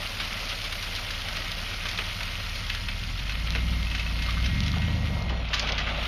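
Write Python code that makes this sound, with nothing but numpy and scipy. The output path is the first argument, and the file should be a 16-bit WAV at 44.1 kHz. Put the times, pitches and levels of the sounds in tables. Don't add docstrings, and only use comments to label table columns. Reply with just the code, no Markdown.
import sys
import numpy as np
from scipy import signal
from scipy.fft import rfft, irfft
from scipy.io import wavfile
from scipy.ndimage import uniform_filter1d

SR = 44100
rng = np.random.default_rng(int(sys.argv[2]) if len(sys.argv) > 2 else 0)


def to_wav(sig):
    pcm = np.clip(np.atleast_2d(sig), -1, 1) * 32767
    pcm = np.round(pcm).astype(np.int16)
    wavfile.write(sys.argv[1], SR, pcm.T)


def undo_db(level):
    steps = np.asarray(level, float) / 20
    return 10 ** steps


N = 267687

# [t/s, flow level/dB, share of fine chips/dB]
STREAM = [(0, -35.5, -3.5), (0.8, -37, -2), (1.4, -36, -4), (2.1, -36.5, -3.5), (2.7, -38, -3.5),
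          (3.0, -40.5, -2), (3.3, -39, -5), (4.05, -39, -4), (4.25, -38, -5), (4.6, -39, -5.5),
          (4.8, -38.5, -7.5), (5.15, -42, -4.5), (5.33, -43.5, -11), (5.49, -40.5, -12), (5.54, -36, -10),
          (5.69, -33, -18), (5.82, -35, -18), (6.07, -34, -10)]
# [t/s, peak level/dB, strongest f/Hz]
CLINKS = [(2.2052, -19, 2200), (2.702, -22, 2560), (2.8848, -19, 2600), (3.294, -18, 2620),
          (3.5496, -15.5, 2310), (3.869, -26, 2570), (3.913, -20.5, 2610), (3.9485, -17, 2520),
          (3.995, -16, 2680), (4.064, -22.5, 2600), (4.188, -21.5, 2570), (4.2213, -22.5, 2590),
          (4.2622, -26, 2120), (4.4424, -18, 3100), (4.818, -22, 2500), (5.622, -21, 4580)]
# [t/s, peak level/dB, strongest f/Hz]
LATCH = [
    (4.1085, -29, 1210),
    (4.2862, -16, 1180),
    (4.371, -18, 1170),
    (4.738, -19.5, 1240),
    (5.5395, -18, 1190),
    (5.645, -16, 1000),
    (5.7865, -23, 1330),
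]
# [from f/Hz, to f/Hz, width/Hz]
TOP_PATCHES = [(2300, 7950, 3850), (2700, 11920, 2500)]


def rms_one(x):
    return x / np.sqrt(np.mean(x ** 2) + 1e-20)


def evened(x, span_s):
    span = int(span_s * SR)
    power = uniform_filter1d(uniform_filter1d(x ** 2, span), span)
    return x / np.sqrt(power + 1e-20)


def in_time(rows):
    s, *columns = np.transpose(rows)
    return [np.interp(np.arange(N) / SR, s, c) for c in columns]


def at_hz(points, hz):
    points_hz, points_db = np.transpose(points)
    return np.interp(np.log(hz), np.log(points_hz), points_db)


def coloured(x, points):
    gain = undo_db(at_hz(points, np.fft.rfftfreq(N, 1 / SR) + 1))
    return irfft(rfft(x) * gain, N)


def drift(rate):
    r = np.exp(-80 * np.pi * rate / SR)
    noise = rng.standard_normal(N // 40 + 2002)
    slow = signal.lfilter([1], [1, -2 * r, r * r], noise)[2000:]
    return np.interp(np.arange(N) / 40, np.arange(len(slow)), rms_one(slow))


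def ring(clicks, hz, t60):
    r, w = undo_db(-60 / (t60 * SR)), 2 * np.pi * hz / SR
    return signal.lfilter([0, np.sin(w)], [1, -2 * r * np.cos(w), r * r], clicks + 1e-18)


def engine():
    # [t/s, firings per s/Hz]
    speed = [(0, 35.7), (0.9, 35.3), (2.0, 35.7), (2.6, 36.6), (2.9, 38.5), (3.14, 43.3), (3.43, 54.7),
             (3.6, 60.5), (3.72, 60.5), (3.9, 55.5), (4.1, 54.3), (4.35, 57.5), (4.62, 72), (4.87, 80.6),
             (5.03, 78), (5.33, 61.5), (5.6, 53.8), (6.07, 53.6)]
    # [t/s, level/dB]
    load = [(0, -38.5), (1.5, -36), (2.1, -36), (3.3, -31), (3.69, -25), (3.97, -29.5), (4.26, -27.5),
            (4.54, -24), (4.7, -25.5), (4.92, -26), (5.18, -26.5), (5.33, -28), (5.45, -30), (5.58, -33),
            (5.68, -30.5), (6.07, -31.5)]
    # [multiple, level/dB at idle, pick-up, middle, upper, top speed]
    harmonics = [(3, -29.0, -23.0, -20.0, -22.0, -15.0), (4, -31.0, -32.0, -34.0, -34.0, -26.0),
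                 (5, -15.0, -12.0, -9.0, -9.0, -4.0), (6, -32.0, -25.0, -28.0, -26.0, -20.0),
                 (7, -13.0, -14.0, -23.0, -17.0, -23.0), (8, 0.0, 0.0, 0.0, 0.0, 0.0),
                 (9, -17.0, -25.0, -26.0, -25.0, -10.0), (10, -24.0, -28.0, -30.0, -19.0, -13.0),
                 (11, -12.0, -13.0, -26.0, -8.0, -3.0), (12, -24.0, -31.0, -26.0, -26.0, -19.0),
                 (13, -11.0, -22.0, -10.0, -16.0, -23.0), (14, -24.0, -24.0, -26.0, -25.0, -14.0),
                 (15, -25.0, -16.0, -23.0, -26.0, -14.0), (16, -5.0, -6.0, -17.0, -10.0, -9.0),
                 (17, -29.0, -15.0, -30.0, -26.0, -22.0), (18, -30.0, -24.0, -29.0, -26.0, -13.0),
                 (19, -14.0, -12.0, -30.0, -20.0, -15.0), (20, -23.0, -19.0, -26.0, -22.0, -17.0),
                 (21, -6.0, -13.0, -18.0, -16.0, -16.0), (22, -23.0, -28.0, -25.0, -22.0, -23.0),
                 (23, -19.0, -23.0, -19.0, -25.0, -19.0), (24, -13.0, -16.0, -24.0, -24.0, -22.0),
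                 (25, -29.0, -26.0, -25.0, -29.0, -30.0), (26, -25.0, -30.0, -25.0, -28.0, -31.0),
                 (27, -32.0, -28.0, -30.0, -32.0, -22.0), (28, -32.0, -31.0, -31.0, -33.0, -31.0),
                 (29, -27.0, -25.0, -26.0, -28.0, -27.0), (30, -28.0, -20.0, -33.0, -33.0, -27.0),
                 (34, -25.0, -30.0, -32.0, -35.0, -39.0), (37, -23.0, -31.0, -32.0, -40.0, -36.0),
                 (38, -16.0, -30.0, -34.0, -39.0, -37.0), (40, -19.0, -34.0, -36.0, -39.0, -43.0)]
    harmonics_at_hz = [37, 44, 52, 61, 67, 72, 79]
    # [f/Hz, level/dB]
    pipe = [(50, 0), (63.5, 0.5), (68, -11), (70.5, -4.5), (78, 0.5), (112, 0), (130, -3), (150, 1.5),
            (260, 0)]
    # [f/Hz, level/dB]
    gas = [(20, -16), (60, -14), (130, -14), (170, 0), (210, -5), (270, -6), (380, -23), (700, -26),
           (1500, -60)]
    firing_hz = in_time(speed)[0]
    cycles = np.cumsum(firing_hz) / SR / 8
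    coarse_hz = firing_hz[::64]
    pattern = rng.random(8)
    start_scatter, wander_cycles = .2, .002
    tones = 0
    for k, *db in harmonics:
        start = pattern[int(k) % 8] + start_scatter * rng.standard_normal()
        wobble = drift(2)
        level_db = np.interp(coarse_hz, harmonics_at_hz, np.repeat(db, [1, 1, 2, 2, 1]))
        level_db = level_db + at_hz(pipe, k * coarse_hz / 8) + .7 * wobble[::64]
        turns = k * cycles + start + wander_cycles * k * wobble[::-1]
        tones = tones + np.repeat(undo_db(level_db), 64)[:N] * np.sin(2 * np.pi * turns)
    puffs = 1 + .5 * np.cos(16 * np.pi * cycles)
    roar = rms_one(coloured(rng.standard_normal(N) * puffs, gas))
    roar_db = -17.5
    return undo_db(in_time(load)[0]) * (evened(tones, span_s=0.19) + undo_db(roar_db) * roar)


def brakes():
    # [t/s, low drum level/dB, high drum level/dB]
    braking = [(0, -58, -53), (1.3, -46.5, -51), (2.3, -43.5, -48), (3.1, -45.5, -55), (3.7, -48, -44),
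               (4.1, -42, -51), (4.3, -43.5, -40.5), (4.9, -38.5, -46), (5.2, -42.5, -41.5),
               (5.3, -45, -44.5), (5.42, -43, -54), (5.47, -84, -88), (6.07, -93, -90)]
    # [multiple, level/dB]
    low_drum = [(1, -8.5), (2, -1), (6, -15), (7, -22)]
    # [t/s, share of the note]
    warming = [(0, .994), (2.9, .995), (3.5, 1.0), (4.7, 1.001), (4.95, 1.003), (5.25, 1.0005),
               (6.07, .998)]
    low_hz, high_hz = 952, 2123
    low_drum_db, octave_db = -5, -11
    octave_follows = 0.16

    def drum_phase(hz):
        bend = in_time(warming)[0] + 0.001997 * drift(9.07)
        return 2 * np.pi * np.cumsum(hz * bend) / SR

    low_db, drag_db = in_time(braking)
    low, high = drum_phase(low_hz), drum_phase(high_hz)
    easing_db = np.clip(drag_db.max() - drag_db, 0, 12)
    octave_db = octave_db + drag_db + (1 - octave_follows) * easing_db
    partials = [(k * low, low_db + low_drum_db + db) for k, db in low_drum]
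    partials += [(high, drag_db), (2 * high, octave_db)]
    squeal = 0
    for phase, db in partials:
        waver_db = 1.5 * drift(16) + 1.4 * drift(3.8) - 2.0
        squeal = squeal + np.sqrt(2) * undo_db(db + waver_db) * np.sin(phase)
    return squeal


def ground_echoes(x):
    out = np.zeros(N)
    for lag_s, db in ((.004, -10.5), (.013, -10.5), (.031, -8), (.058, -31)):
        lag = int(lag_s * SR)
        out[lag:] += undo_db(db) * x[:N - lag]
    return signal.sosfilt(signal.butter(1, 4000, fs=SR, output="sos"), out)


def clinks():
    # [f/Hz, level/dB, t60/s]
    steel = [(1190, -2, .06), (1330, -8, .06), (1530, -1, .08), (1730, -8, .06), (2130, -4, .06),
             (2600, 0, .075), (3100, -2, .07), (3540, -7, .05), (4580, -6, .07)]
    s, peak_db, near_hz = np.transpose(CLINKS + LATCH)
    at, out = np.round(s * SR).astype(int), np.zeros(N)
    shares = rng.standard_normal((len(at), len(steel)))
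    for k, (hz, db, t60) in enumerate(steel):
        clicks = np.zeros(N)
        octaves_off = np.abs(np.log2(hz / near_hz))
        clicks[at] = undo_db(peak_db - 9 + db + 2.4 * shares[:, k] - 22.0 * octaves_off)
        out += ring(clicks, hz, t60)
    return signal.sosfilt(signal.butter(2, [900, 5200], "band", fs=SR, output="sos"), out)


def snaps():
    # [t/s, peak level/dB, centre f/Hz]
    chip_hits = [(0.065, -21, 3000), (0.25, -20, 3000), (0.329, -18, 2780), (0.487, -31, 2900),
                 (0.6178, -20, 3100), (0.7886, -27, 3000), (0.8117, -23, 3620), (0.8768, -22, 3000),
                 (0.9516, -18, 3800), (1.0479, -21, 3000), (1.22, -21, 3300), (1.5178, -15, 3860),
                 (1.6041, -29, 3300), (1.6757, -24, 3200), (1.9897, -25, 1930), (2.3544, -20, 2700),
                 (2.4695, -25, 3000), (2.599, -25, 2900), (2.7014, -12.5, 2680), (2.7501, -17.5, 3800),
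                 (2.997, -26, 3200), (3.0377, -22, 3100), (3.354, -20.5, 2300), (3.5054, -14.5, 3970),
                 (3.5225, -21, 3700), (3.5513, -20, 2700), (3.8299, -21, 3170), (3.902, -22, 3200),
                 (3.916, -28, 4000), (4.1276, -33, 3300), (4.221, -24, 3600), (4.2631, -21, 2900),
                 (4.3078, -21, 3270), (4.336, -28, 3300), (4.381, -23, 3500), (4.4269, -20, 3130),
                 (4.605, -13.5, 3800), (4.6386, -22, 3400), (4.6646, -28, 3500), (4.681, -17, 3120),
                 (4.7175, -18.5, 4100), (4.7836, -19.5, 3260), (4.8214, -25, 3240), (4.93, -30, 3300),
                 (5.0726, -22, 2700), (5.2234, -25, 4250), (5.4538, -25, 2500), (5.5348, -22, 2150),
                 (5.541, -13, 3070), (5.5957, -8.5, 5060), (5.7796, -22, 2540)]
    gain_db, ring_cycles = 0.5, 4.9
    out, t = np.zeros(N + SR), np.arange(int(.01 * SR)) / SR
    for s, db, hz in chip_hits:
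        tick = np.sin(2 * np.pi * hz * t) + 0.52 * np.sin(2 * np.pi * 1.3 * hz * t)
        tick = tick * undo_db(-60 * hz * t / ring_cycles / 2)
        at = round(s * SR)
        out[at:at + len(t)] += undo_db(db + gain_db) * tick
    return signal.sosfilt(signal.butter(2, [1500, 6300], "band", fs=SR, output="sos"), out[:N])


def knock_rows():
    # [t/s, peak level/dB,
    # length/s, centre f/Hz]
    big_stones = [(0.2, -12, .06, 2500), (0.368, -21.5, .04, 2350), (0.488, -17, 0.16, 3100),
                  (0.587, -19, 0.06, 2900), (0.64, -18, 0.056, 3180), (0.723, -17.5, 0.051, 2700),
                  (0.753, -18, .05, 2900), (0.825, -16, 0.046, 3000), (0.951, -20, .06, 3200),
                  (0.96, -17, .06, 3200), (1.104, -14.5, 0.053, 3000), (1.217, -18, .035, 3200),
                  (1.284, -14.5, 0.04, 2610), (1.326, -18, 0.026, 2600), (1.368, -15, 0.034, 2700),
                  (1.418, -20, 0.037, 2500), (1.518, -20, 0.07, 2700), (1.854, -15, 0.05, 2100),
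                  (1.869, -22, .03, 3300), (1.884, -14, 0.084, 3140), (1.913, -19, 0.026, 2900),
                  (1.975, -14, 0.037, 2960), (1.986, -12, 0.043, 1970), (2.229, -13, 0.043, 2810),
                  (2.552, -17, 0.14, 3000), (2.696, -16, 0.048, 2580), (2.747, -19, 0.041, 2580),
                  (2.769, -22.5, 0.048, 2400), (2.884, -21, 0.043, 2900), (3.19, -19.5, .06, 2600),
                  (3.32, -14.5, 0.034, 3000), (3.554, -14.5, 0.073, 2280), (4.222, -17.5, 0.067, 3300),
                  (4.292, -18, 0.13, 2900), (4.452, -23, 0.066, 3500), (4.459, -15, 0.033, 3080),
                  (4.63, -17, 0.063, 3400), (4.66, -17.5, 0.069, 3300), (4.672, -20, .04, 3300),
                  (4.68, -19, .06, 2900), (5.2905, -18, 0.13, 2450),
                  (5.484, -23, .05, 3000), (5.531, -9.5, 0.0295, 2130), (5.5363, -8.5, 0.064, 3100),
                  (5.542, -12, 0.064, 3500), (5.579, -17, .08, 2420), (5.5972, -10, 0.031, 2750),
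                  (5.598, -21, 0.14, 4600), (5.645, -22, .068, 1300), (5.668, -15.5, 0.077, 2580),
                  (5.669, -25, .06, 4500), (5.686, -14, 0.059, 2670), (5.689, -22, .06, 4600),
                  (5.7205, -12, 0.0274, 3900), (5.7231, -24, 0.039, 2200), (5.777, -19, 0.071, 4600),
                  (5.779, -12.5, 0.084, 2400), (5.787, -25, 0.17, 3220), (5.8008, -15, 0.059, 2000),
                  (5.804, -25.5, 0.056, 4500), (5.868, -13.5, .1, 1740), (5.8865, -16, 0.076, 2130),
                  (5.918, -27, .05, 3500), (5.973, -24, 0.058, 2500), (6.03, -22, 0.15, 2420),
                  (6.053, -18, 0.042, 2400)]
    # [t/s, peak level/dB, centre f/Hz]
    body_thuds = [(1.4, -34, 500), (1.57, -31, 452), (1.988, -28.5, 520), (3.55, -26, 300),
                  (3.553, -28, 750), (4.762, -23, 650), (4.88, -25, 470), (5.09, -32, 320),
                  (5.218, -23.5, 657), (5.3, -22, 590), (5.325, -20, 640), (5.392, -30, 583)]
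    lesser_per_s, lesser_db, lesser_s = 2, 12, 0.02
    lesser_hz, scatter_octaves = 2900, 0.2
    clink_grit_db, latch_grit_db, grit_s = 0.5, -13.5, 0.053
    thud_s = 0.062
    flow_s, flow_db = np.transpose(STREAM)[:2]
    rows = []
    for u, v in rng.random((int(lesser_per_s * N / SR), 2)):
        s = u * N / SR
        hz = lesser_hz * 2 ** (scatter_octaves * rng.standard_normal())
        rows.append((s, np.interp(s, flow_s, flow_db) + lesser_db - 8 * v, hz, lesser_s))
    rows += [(s, db, hz, length_s) for s, db, length_s, hz in big_stones]
    rows += [(s, db + clink_grit_db, hz, grit_s) for s, db, hz in CLINKS]
    rows += [(s, db + latch_grit_db, hz, grit_s) for s, db, hz in LATCH]
    return rows + [(s, db, hz, thud_s) for s, db, hz in body_thuds]


def knocks():
    crack = 3
    out, t = np.zeros(N + SR), np.arange(int(.15 * SR)) / SR
    for s, peak_db, hz, length_s in knock_rows():
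        age = t / max(length_s, .002)
        grit = rng.standard_normal(len(t))
        contacts = grit * np.abs(grit) * (1 - np.exp(-age / .025)) * undo_db(-60 * age)
        contacts[int(.03 * length_s * SR)] += crack
        band = signal.butter(2, [hz / 1.8, min(hz * 1.6, 5800)], "band", fs=SR, output="sos")
        crunch = signal.sosfilt(band, contacts)
        at = round(s * SR)
        out[at:at + len(t)] += undo_db(peak_db - 6) * crunch / np.abs(crunch).max()
    return out[:N]


def grains(low_hz, high_hz, colour, per_s, spread_db, cycles, surge_db):
    surge = undo_db(.4 * surge_db * drift(12) + surge_db * drift(45))
    sizes = undo_db(spread_db * np.minimum(rng.exponential(1, N), 5)) * rng.choice([-1, 1], N) * surge
    born = rng.random(N) < per_s / SR
    pitches, dealt = np.geomspace(low_hz, high_hz, 16), rng.integers(0, 16, N)
    out = 0
    for k, hz in enumerate(pitches):
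        rung = rms_one(ring(sizes * born * (dealt == k), hz, cycles / hz))
        level_db = at_hz(colour, hz) + 0.64 * drift(6.6)
        out = out + undo_db(level_db) * np.sqrt(hz) * rung
    return rms_one(out)


def pour():
    # [f/Hz, level/dB per Hz]
    stone = [(530, -37), (900, -26.5), (992, -36), (1050, -13), (1290, 0.5), (1730, -7), (2100, 0.5),
             (3150, 2), (5680, -15), (6840, -51), (7400, -14.5), (9620, -44), (16300, -120)]
    # [f/Hz, level/dB per Hz]
    bed_colour = [(130, -30), (220, 8), (334, -45), (392, -22), (596, 6.5), (841, -3), (1200, -2),
                  (1500, -5), (1950, -37), (3300, -120)]
    # [t/s, rumble level over flow/dB]
    slump = [
        (0, -6.5),
        (2.4, -10.5),
        (4.6, -8.5),
        (5.3, 3.5),
        (5.5, -3.5),
        (6.07, -3.5),
    ]
    flow_db, fines_db = in_time(STREAM)
    clatter = grains(1015, 3940, stone, per_s=7000, spread_db=2.0, cycles=29.8, surge_db=1.34)
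    chips = grains(4330, 7560, stone, per_s=6000, spread_db=3.0, cycles=11.6, surge_db=0.1)
    bed = grains(223, 1336, bed_colour, per_s=6000, spread_db=1.0, cycles=17, surge_db=1.8)
    bed_db = in_time(slump)[0] - 2.0
    return undo_db(flow_db) * (clatter + undo_db(fines_db - 2.5) * chips + undo_db(bed_db) * bed)


def scene():
    dull = signal.butter(4, 6200, fs=SR, output="sos")
    hits = signal.sosfilt(dull, knocks() + clinks())
    return (engine() + brakes() + ground_echoes(hits) + hits + snaps() + pour())[None]


def click_swing(x):
    follows = 0.33
    power = signal.sosfilt(signal.butter(2, 4500, "high", fs=SR, output="sos"), x) ** 2
    fast, slow = (uniform_filter1d(power, int(s * SR)) + 1e-12 for s in (.004, .15))
    return rms_one((fast / slow) ** (follows / 2))


def shifted(x, from_hz, to_hz, width_hz):
    spectrum, per_hz = rfft(x), N / SR
    band = spectrum[int(from_hz * per_hz):int((from_hz + width_hz) * per_hz)]
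    band = band / np.sqrt(uniform_filter1d(np.abs(band) ** 2, 1500))
    out = np.zeros_like(spectrum)
    out[int(to_hz * per_hz):][:len(band)] = band * signal.windows.tukey(len(band), .06)
    return evened(irfft(out, N), span_s=0.036)


def starved(x, from_hz, under_db, chance_db):
    # [t/s, end of the direct range f/Hz, end of the rebuilt top f/Hz]
    narrowing = [(0, 7550, 15300), (4.5, 7550, 15300), (4.56, 7350, 14400), (5.2, 7500, 14300),
                 (5.23, 7400, 13600), (5.35, 7300, 13500), (5.37, 7200, 12900), (5.45, 7200, 13000),
                 (5.47, 7400, 13600), (5.52, 7500, 13700), (5.54, 7600, 14400), (5.61, 7400, 13600),
                 (5.68, 6800, 13500), (5.76, 6500, 13700), (5.77, 7550, 13500), (5.83, 7200, 13400),
                 (5.9, 7300, 13500), (5.93, 7600, 14300)]
    floor_db = -87
    hz, s, cells = signal.stft(x, SR, nperseg=1024)

    def blur(v):
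        return uniform_filter1d(uniform_filter1d(v, size=4, axis=0), size=4, axis=1)

    level_db = 10 * np.log10(blur(np.abs(cells) ** 2) + 1e-20)
    field = rms_one(blur(rng.standard_normal(cells.shape)))
    bar_db = np.median(level_db[(hz > 8300) & (hz < 13000)], axis=0) - under_db
    bar_db = np.maximum(bar_db, floor_db)
    hz = hz[:, None]
    empty = (level_db + chance_db * field < bar_db) & (hz > from_hz)
    edge_s, *edges = np.transpose(narrowing)
    kept_hz, top_hz = (np.interp(s, edge_s, edge) for edge in edges)
    gap = (hz > kept_hz) & (hz < TOP_PATCHES[0][1]) & (field < 1.2)
    empty = empty | gap | (hz > top_hz)
    return signal.istft(cells * ~empty, SR, nperseg=1024)[1][:N]


def top_cut(x):
    return signal.sosfilt(signal.butter(12, 15180, fs=SR, output="sos"), x)


def record(dry):
    # [f/Hz, level/dB per Hz]
    top_colour = [(4650, -44), (7900, -10), (8560, -5), (9140, 0), (9930, -6.5), (10700, 0), (11600, -3),
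                  (12600, -5), (14400, -10.5)]
    # [t/s, level/dB]
    top_edge = [(0, -14), (3.45, -15.5), (3.55, -44), (6.07, -47)]
    under_chips_db, swell_db = 12.5, .6
    kept = signal.sosfilt(signal.cheby2(8, 30, 7800, fs=SR, output="sos"), dry[0])
    source = kept + 7.9 * np.std(np.diff(kept)) * rng.standard_normal((3, N))
    patches = sum(shifted(x, *patch) for x, patch in zip(source, TOP_PATCHES))
    top = rms_one(coloured(patches, top_colour))
    top = top + undo_db(in_time(top_edge)[0]) * shifted(source[2], 3200, 14300, 950)
    top_db = sum(in_time(STREAM)) - under_chips_db + swell_db * drift(2.1)
    whole = kept + undo_db(top_db) * click_swing(kept) * top
    whole = starved(whole, from_hz=5400, under_db=6.5, chance_db=14.0)
    return top_cut(whole[None])


dry = scene()
out = record(dry)
to_wav(out)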